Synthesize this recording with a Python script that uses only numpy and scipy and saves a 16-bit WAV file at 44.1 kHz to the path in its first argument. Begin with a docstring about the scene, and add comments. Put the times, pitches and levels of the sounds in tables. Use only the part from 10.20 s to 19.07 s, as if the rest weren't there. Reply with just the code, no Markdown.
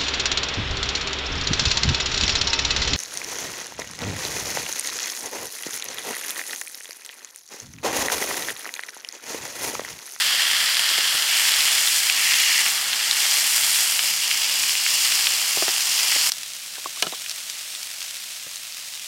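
"""At a campfire, meat sizzles in a steel pan: streams of steam bubbles burst in the fat and single drops spit.
The meat is laid flat, pressed and turned, and a utensil knocks on the pan. At 6.1 s the scene changes to
gentler frying, where a knife cuts food in a second pan and strikes its metal. Close, dry, mono. Bubbles and
drops are short damped oscillations, blows are resonances and noise, flames are low noise."""
import sys
import numpy as np
from scipy import signal
from scipy.fft import rfft, irfft
from scipy.io import wavfile
from scipy.ndimage import uniform_filter1d

SR = 44100
rng = np.random.default_rng(int(sys.argv[2]) if len(sys.argv) > 2 else 0)


def wrap_up_sound(samples):
    """Save the sound to the file named by the first command line argument, as 16-bit audio."""
    columns = np.atleast_2d(samples).T
    # keep every value between -1 and 1, then stretch to whole-number steps
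    tamed = np.clip(columns, -1, 1)
    steps = np.round(tamed * 32767).astype(np.int16)
    wavfile.write(sys.argv[1], SR, steps)


N = 391166
T = np.arange(N) / SR
HZ = np.fft.rfftfreq(N, 1 / SR) + 1e-3  # offset keeps log(HZ) finite
AGE = T[:8192]  # seconds since the onset of a short sound
CHANGE_S = 6.099  # searing before, gentle frying after
TOP_HZ = 15800


def undb(db):
    """Decibels to gain."""
    return 10 ** (np.asarray(db) / 20)


def unit(x):
    """Scale to rms 1."""
    return x / np.sqrt(np.mean(x ** 2))


def add(out, start_s, sound, peak_db):
    """Mix a sound in at a time, with a given peak level."""
    i = int(start_s * SR)
    scaled = sound * undb(peak_db) / np.abs(sound).max()
    out[i:i + len(sound)] += scaled[:N - i]


def shape(points):
    """A (Hz, dB) table as dB at every frequency, interpolated on a log axis."""
    hz, db = np.transpose(points)
    return np.interp(np.log(HZ), np.log(hz), db)


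def colour(x, db):
    """Causal minimum-phase filter with the given dB at every frequency, so pops keep their sharp front."""
    size = 2048
    log_gain = np.interp(np.fft.rfftfreq(2 * size, 1 / SR), HZ, db) * np.log(10) / 20
    cepstrum = irfft(log_gain)
    cepstrum[1:size] *= 2
    cepstrum[size + 1:] = 0
    impulse = irfft(np.exp(rfft(cepstrum)))[:size]
    return signal.oaconvolve(x, impulse)[:len(x)]


def band(x, lo_hz, hi_hz, order=2):
    """Butterworth band-pass."""
    edges_hz = [lo_hz, min(hi_hz, SR / 2 - 1)]
    return signal.sosfilt(signal.butter(order, edges_hz, "band", fs=SR, output="sos"), x)


def walk(points_per_s):
    """Random piecewise-linear curve of rms 1; holds its last value once 4096 points are used."""
    return unit(np.interp(T * points_per_s, np.arange(4096), rng.standard_normal(4096)))


def fade(t60_s):
    """Exponential decay by 60 dB in t60_s."""
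    return np.exp(-np.log(1000) * AGE / t60_s)


def ping(hz, cycles):
    """A damped oscillation that falls to 1 / e in so many cycles; a small source radiates no bass."""
    wave = -np.sin(2 * np.pi * hz * AGE) * np.exp(-AGE * hz / cycles)
    return band(wave, hz / 2, SR / 2, order=1)


def stones(x, scatter_db, t60_s):
    """Direct sound plus a short noise-like scatter off the pan wall and the stones, new at every call."""
    tail = rng.standard_normal(len(AGE)) * fade(t60_s) * (AGE > .0005)
    scatter = signal.fftconvolve(x, tail / np.linalg.norm(tail))[:len(x)]
    return x + undb(scatter_db) * scatter


# Colour of the flames' low burr. Each row: frequency in Hz, relative density in dB per Hz.
FLAME_COLOUR = [(12, -47), (20, -5), (134, -2), (184, 2.5), (348, -6), (400, -36), (520, -38), (880, -120)]
FLAME_DB, FLAME_LATE_DB = -61.5, -68.5  # under the searing and under the gentle frying


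def flames(searing_now):
    """The fire under the pans: low noise whose level flutters softly."""
    flutter_db = 1.7 * walk(9)
    level_db = np.where(searing_now, FLAME_DB, FLAME_LATE_DB) + flutter_db
    return unit(colour(rng.standard_normal(N), shape(FLAME_COLOUR))) * undb(level_db)


# Food squeaks on the hot metal. Each row: time in seconds, pitch in Hz before detuning, level in dB.
SQUEAK_GLIDE = [(6.905, 4150, -58), (6.925, 3750, -33), (6.94, 3400, -38), (6.953, 3080, -35),
                (6.975, 2800, -56)]


def squeak():
    """Food rubbing on hot metal: a thin sine whistle that falls in pitch, detuned at random."""
    s, hz, db = np.transpose(SQUEAK_GLIDE)
    detune = 1 + 0.033 * walk(680)  # the walk has run out by now: a fixed offset
    phase = np.cumsum(np.interp(T, s, hz) * detune) / SR
    whistle = np.sin(2 * np.pi * phase) * undb(np.interp(T, s, db))
    return whistle * (T > s[0]) * (T < s[-1])


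# Taps on the food and the pan floor. Each row: start in seconds, peak in dB, pitch in Hz.
FLOOR_TAPS = [(6.553, -35, 1750), (6.567, -35, 1600), (6.658, -20, 1110), (6.771, -34, 1140),
              (6.866, -26, 1340), (6.934, -30, 1120)]


def taps():
    """Hollow taps: one damped note each, with a softened onset."""
    out = np.zeros(N)
    for s, db, hz in FLOOR_TAPS:
        hollow = band(ping(hz, cycles=3) * (1 - fade(0.012)), 300, 4000)
        add(out, s, stones(hollow, -19, t60_s=.03), db)
    return out


# Utensil and pan on the logs. Each row: start in seconds, peak in dB, pitch in Hz,
# gain of the tick in dB, thud peak in dB relative to the knock.
DULL_KNOCKS = [(.712, -32, 480, -8, -20), (.783, -24.5, 524, -8, -23), (.947, -30, 400, -3, -12),
               (5.3715, -15.5, 560, 2, -25), (5.423, -13, 500, 3, -28), (5.4805, -11.5, 540, 7, -30),
               (5.961, -24.5, 440, -6, -20), (6.582, -32, 660, -5, -29), (6.659, -27, 510, -8, -30),
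               (6.8238, -25, 470, -2, -23), (6.8675, -25.5, 470, -8, -22), (6.925, -25, 540, -5, -30),
               (6.933, -32, 580, -7, -30), (8.266, -32.5, 382, 8, -14)]
# Resonances of a knock. Each row: ratio to its pitch, cycles of ring to 1 / e, signed gain.
KNOCK_RESONANCES = [(.69, 1.1, .8), (1.4, 1.8, -1)]
LOG_HZ = 153


def knocks():
    """Soft blows: two damped resonances of the pan, a noise tick, one short echo and a thud of the logs."""
    out = np.zeros(N)
    for s, db, hz, tick_db, thud_db in DULL_KNOCKS:
        resonances = sum(gain * ping(hz * ratio, cycles) for ratio, cycles, gain in KNOCK_RESONANCES)
        body = band(resonances, 240, 2800)
        tick = band(rng.standard_normal(len(AGE)), 800, 3000) * fade(0.029)
        add(out, s, stones(body + undb(tick_db) * tick, -5.5, t60_s=0.067), db)
        add(out, s + 0.01045, body, db - 19)  # a faint echo
        add(out, s, ping(LOG_HZ, cycles=0.76), db + thud_db)
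    return out


GRATE_S, GRATE_DB, GRATE_T60_S = 6.826, -28, .22
SETTLE_S, PAN_FOOT_HZ, PAN_FOOT_T60_S, PAN_FOOT_DB = 6.866, 176, 0.1, -40


def grating():
    """After a blow the pan grates on the logs as decaying noise, then settles with a low hum."""
    out = np.zeros(N)
    grate = band(rng.standard_normal(len(AGE)), 140, 1100) * fade(GRATE_T60_S)
    add(out, GRATE_S, grate, GRATE_DB)
    hum = np.sin(2 * np.pi * PAN_FOOT_HZ * AGE) * fade(PAN_FOOT_T60_S) * (1 - fade(0.018))
    add(out, SETTLE_S, hum, PAN_FOOT_DB)
    return out


# Knife on the pan. Each row: start in seconds, crack peak in dB, pitch of the crack's noise band in Hz,
# ring peak in dB relative to the crack, before RING_LIFT_DB.
KNIFE_STRIKES = [(6.119, -4.5, 5030, -31.5), (6.1202, -17, 4600, -32), (6.8235, -4.5, 6300, -32),
                 (6.8257, -8, 2900, -5.5), (6.8695, -15.5, 3100, -11), (7.113, -15, 5000, -20)]
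# Modes of the pan. Each row: frequency in Hz, relative level in dB, t60 in seconds.
PAN_MODES = [(745, -11, .07), (1045, -12, .04), (1335, -9, .07), (1700, -5, .04), (2470, -4, .035),
             (2935, 0, .045), (3140, -5, .03), (3435, -2, .05), (3860, -6, .045), (4275, -3, .03),
             (4500, -9, .035), (4910, -8, .045), (5645, -10, .03), (6095, -11, .03)]
RING_LIFT_DB = 10.5


def knife():
    """The blade cracks on the metal as a noise burst, and the pan's modes ring briefly."""
    out = np.zeros(N)
    modes = sum(undb(db) * np.sin(2 * np.pi * hz * AGE) * fade(t60_s) for hz, db, t60_s in PAN_MODES)
    ring = band(modes, 530, 12000)
    for s, db, hz, ring_db in KNIFE_STRIKES:
        crack = band(rng.standard_normal(len(AGE)), hz * 0.85, hz * 1.07, order=1) * fade(0.0095)
        add(out, s, stones(crack, -12.5, t60_s=.045), db)
        add(out, s, stones(ring, -13, t60_s=0.047), db + ring_db + RING_LIFT_DB)
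    return out


def drops(start_s, end_s, per_s, db, spread_db, hz, spray_db):
    """Lesser spits at random moments, each with its own strength, pitch and spray."""
    times = start_s + np.cumsum(rng.exponential(size=80)) / per_s
    chance = rng.standard_normal((len(times), 3))
    return [(s, db + spread_db * a, hz * 2 ** (0.34 * b), spray_db + 3 * c)
            for s, (a, b, c) in zip(times, chance) if s < end_s]


# Single drops of fat that spit. Each row: start in seconds, peak in dB, pitch in Hz,
# spray in dB relative to the snap.
FAT_SPITS = [(.5693, -3, 3860, -10), (.6911, -3.5, 4130, -14), (1.3397, -2, 3800, -14),
             (1.4067, -2, 4200, -14), (1.6745, -3, 3890, -9), (1.8984, -2.5, 2700, -3),
             (2.1414, -4, 2960, -7), (2.7315, -6, 3300, -3), (2.9115, -2, 3900, 1), (3.1124, -1, 5510, -14),
             (3.7927, -3.5, 2840, -4), (4.1132, -4, 2850, -5), (4.2443, -6.5, 5110, -4),
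             (4.4362, -8, 2650, -6), (4.5532, -8, 2810, -7), (5.0699, -1, 3130, -7), (5.6072, -5, 4680, -4),
             (6.2329, -12, 5550, -3), (6.335, -15, 6340, -3), (7.0961, -9.5, 5560, -5),
             (7.1081, -14, 4680, -5), (7.2986, -10, 5510, -3), (7.5506, -15, 3670, -4),
             (7.6304, -11, 5680, -9), (7.8275, -14.5, 5480, -4), (8.3583, -13, 7000, -2)]
SPRAY_T60_S = .008


def spits():
    """A drop of water explodes in the fat: a heavily damped snap, then its spray rattles on the pan."""
    out = np.zeros(N)
    sear_drops = drops(0, CHANGE_S, per_s=5, db=-8.3, spread_db=1.2, hz=3300, spray_db=-10)
    simmer_drops = drops(CHANGE_S, T[-1], per_s=7, db=-18.5, spread_db=1.2, hz=4600, spray_db=-8)
    for s, db, hz, spray_db in [*FAT_SPITS, *sear_drops, *simmer_drops]:
        snap = ping(hz, cycles=.8)
        scatter = stones(snap, 0, t60_s=SPRAY_T60_S) - snap
        spray = band(scatter, hz / 3, hz * 3, order=1)
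        spray = spray * np.linalg.norm(snap) / np.linalg.norm(spray)
        add(out, s, band(snap + undb(spray_db) * spray, 1300, 12000), db)
    return out


def bubbles(spread_db, range_db, cycles, flurry_db):
    """Dense bursting bubbles in nine pitches, evened in colour: most tiny, a few loud, swelling in flurries."""
    out, power, together = 0, 0, walk(22)
    for hz in np.geomspace(900, 13000, num=9):
        # so dense that every sample holds a burst of random size
        bursts = undb(np.minimum(spread_db * rng.exponential(size=N), range_db))
        bursts = unit(bursts - bursts.mean()) * undb(flurry_db * (together + walk(30)))
        pop = ping(hz, cycles)[:512]
        pop = pop * np.sqrt(hz) / np.linalg.norm(pop)
        out = out + signal.oaconvolve(bursts, pop)[:N]
        power = power + np.abs(rfft(pop)) ** 2
    pop_hz = np.linspace(0, SR / 2, len(power))
    even_db = -10 * np.log10(np.interp(np.maximum(HZ, 200), pop_hz, power))
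    return unit(colour(out, even_db))


SCATTER_T60_S = 0.025


def crackle(pops_per_s, spread_db, range_db, scatter_db):
    """Sparse, sharp pops of all pitches at once, each with a few milliseconds of scatter behind it."""
    sizes = undb(np.minimum(spread_db * rng.exponential(size=N), range_db))
    pops = (rng.random(N) < pops_per_s / SR) * sizes
    decay = fade(SCATTER_T60_S) ** 2  # of power
    scatter = np.sqrt(np.abs(signal.oaconvolve(pops ** 2, decay / decay.sum())[:N]))
    return unit(undb(scatter_db) * scatter * rng.standard_normal(N) - pops)


# Colour of the gentle frying. Each row: frequency in Hz, relative density in dB per Hz.
GENTLE_COLOUR = [(59, -55), (100, -19), (181, -28), (300, -23), (457, -24), (497, -19), (668, -14),
                 (825, -17), (1040, -15), (2750, -3.5), (4660, -3.5), (5510, -3), (7250, -5.5),
                 (8230, -5.5), (15500, -16)]
SIMMER_DB, STIR_DB, STIR_PEAK_S, STIR_WIDTH_S = -35, 2.5, 7.23, 1


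def gentle_frying():
    """Cooler fat: softer, with fewer sharp pops; it swells while the food is cut and stirred."""
    fizz = bubbles(spread_db=4.5, range_db=19.5, cycles=1.44, flurry_db=0.25)
    fizz = fizz + undb(-4.0) * crackle(pops_per_s=190, spread_db=4.5, range_db=9.5, scatter_db=-3.5)
    stir = np.exp(-((T - STIR_PEAK_S) / STIR_WIDTH_S) ** 2)
    level_db = SIMMER_DB + STIR_DB * stir + 0.3 * walk(13)
    return unit(colour(fizz, shape(GENTLE_COLOUR))) * undb(level_db)


# Meat pushed onto the hot metal or eased off it. Each row: start in seconds, hold in seconds,
# full change of level in dB, tilt in dB per octave.
MEAT_PUSHES = [(1.012, 0.045, -2, 1), (1.04, 0.14, 2, -0.8), (1.14, 0.45, 1.54, 1), (1.6, 0.2, 0, 1.5),
               (1.877, 0.065, -0.5, -1), (1.957, 0.45, 3, -0.4), (2.5, .29, -2.1, -0.7),
               (2.954, .23, 2, 0.8), (3.25, .36, 1.3, 1.5), (3.913, 0.058, -3.5, 1.3),
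               (4.027, 0.11, 0.5, -0.5), (4.265, 0.17, 0, 0.2), (4.515, 0.044, -3, 1),
               (4.625, 0.39, 2, 0.1), (5.717, 0.32, 2.5, -0.6)]
TILT_PIVOT_HZ = 3560
FLUTTER_DB, FLUTTER_PER_S = .5, 11


def activity(hz, db, drift_db_per_s, rise_s, release_s):
    """Level in dB of one bubble size: drifts as the water cooks off, flutters, follows and relaxes from pushes."""
    db = db + drift_db_per_s * T + FLUTTER_DB * walk(FLUTTER_PER_S)
    for s, hold_s, change_db, tilt_db in MEAT_PUSHES:
        onset = 1 - np.exp(-np.clip(T - s, 0, hold_s) / rise_s)
        release = np.exp(-np.maximum(T - s - hold_s, 0) / release_s)
        db = db + onset * release * (change_db + tilt_db * np.log2(hz / TILT_PIVOT_HZ))
    return db


# Sizzle colour with the meat lifted, lying flat, pressed and turned over.
# Each row: frequency in Hz, relative density in dB per Hz.
LIFTED_COLOUR = [(59, -54), (100, -23), (447, -21), (519, -16), (1760, -1.5), (2370, -4.5), (3250, 1),
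                 (3850, -3), (4750, 1), (6530, -7), (7250, -6), (12300, -11.5), (15500, -19)]
FLAT_COLOUR = [(59, -56), (100, -33), (233, -25.5), (429, -25), (825, -13), (1040, -13), (1840, -5.5),
               (3250, -1.5), (3770, -2.5), (4860, 2), (6390, 0), (8060, 1), (13100, -5), (15500, -11)]
PRESSED_COLOUR = [(59, -60), (100, -34), (238, -27), (287, -30), (429, -28.5), (808, -15.5), (1490, -10.5),
                  (1880, 1.5), (2810, 3.5), (3770, -2.5), (4370, 0.5), (7250, -2), (13100, -9),
                  (15500, -14)]
TURNED_COLOUR = [(59, -60), (100, -31), (333, -30.5), (411, -29.5), (791, -18), (1430, -14.5), (2350, -0.5),
                 (2870, 2), (3770, -3), (4960, 1), (6390, -6), (7100, -7.5), (9340, -12), (12000, -14.5),
                 (15500, -20.5)]
# Peaks and hollows from the pan's bowl. Each row: centre in Hz, width in Hz, gain in dB.
BOWL_PEAKS = [(1500, 85, -1.5), (2140, 360, 0), (2500, 270, -2), (2810, 79, 1.5), (3320, 150, 1),
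              (3770, 190, -3), (5080, 110, 1), (6480, 170, -2), (7080, 320, 2), (8300, 250, 1.5)]
# Bubble sizes, large crackle to fine spray. Each row: pitch in Hz, level in dB, drift in dB per second,
# rise in seconds, release in seconds.
BUBBLE_SIZES = [(1220, -35.5, -0.59, 0.11, 0.27), (2530, -24, -1.18, 0.037, 0.016),
                (4850, -28, -0.09, 0.07, 0.032), (9050, -28, 0.39, 0.028, 0.17)]


def searing():
    """Meat in hot fat: large bubbles crackle low, small ones hiss; contact with the metal sets colour and level."""
    fizz = bubbles(spread_db=4.0, range_db=20.0, cycles=1.3, flurry_db=0.28)
    fizz = fizz + undb(-6.0) * crackle(pops_per_s=260, spread_db=4.5, range_db=10.5, scatter_db=0.0)
    bowl_db = sum(db * np.exp(-((HZ - hz) / width_hz) ** 2) for hz, width_hz, db in BOWL_PEAKS)
    laid = np.interp(T, [1.0, 1.1], [0, 1])
    pressed = np.interp(T, [1.9, 2.1, 2.42, 2.6], [0, 1, 1, 0])
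    turned = np.interp(T, [3.6, 3.9], [0, 1])
    stages = [(1 - laid, LIFTED_COLOUR), (laid - pressed - turned, FLAT_COLOUR),
              (pressed, PRESSED_COLOUR), (turned, TURNED_COLOUR)]
    fizz = sum(share * unit(colour(fizz, shape(points) + bowl_db)) for share, points in stages)
    # one band per bubble size, levelled over 1/8 s, then given its own activity
    below = [signal.sosfiltfilt(signal.butter(4, hz, fs=SR, output="sos"), fizz) for hz in (1700, 3700, 6400)]
    bands = np.diff([np.zeros(N), *below, fizz], axis=0)
    out = np.zeros(N)
    for x, row in zip(bands, BUBBLE_SIZES):
        level = x / np.sqrt(uniform_filter1d(x ** 2, size=SR // 8))
        out += level * undb(activity(*row))
    return out


def scene():
    """All sources, the same in both channels."""
    searing_now = T < CHANGE_S
    sizzle = np.where(searing_now, searing(), gentle_frying())
    blows = taps() + knocks() + grating() + knife()
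    mono = flames(searing_now) + squeak() + blows + spits() + sizzle
    return np.array([mono, mono])


def record(dry):
    """Clip peaks at 0.9 of full scale, then cut the top above TOP_HZ."""
    low_pass = signal.ellip(10, .05, 60, TOP_HZ, fs=SR, output="sos")
    return signal.sosfiltfilt(low_pass, np.clip(dry, -.9, .9))


dry = scene()
out = record(dry)
wrap_up_sound(out)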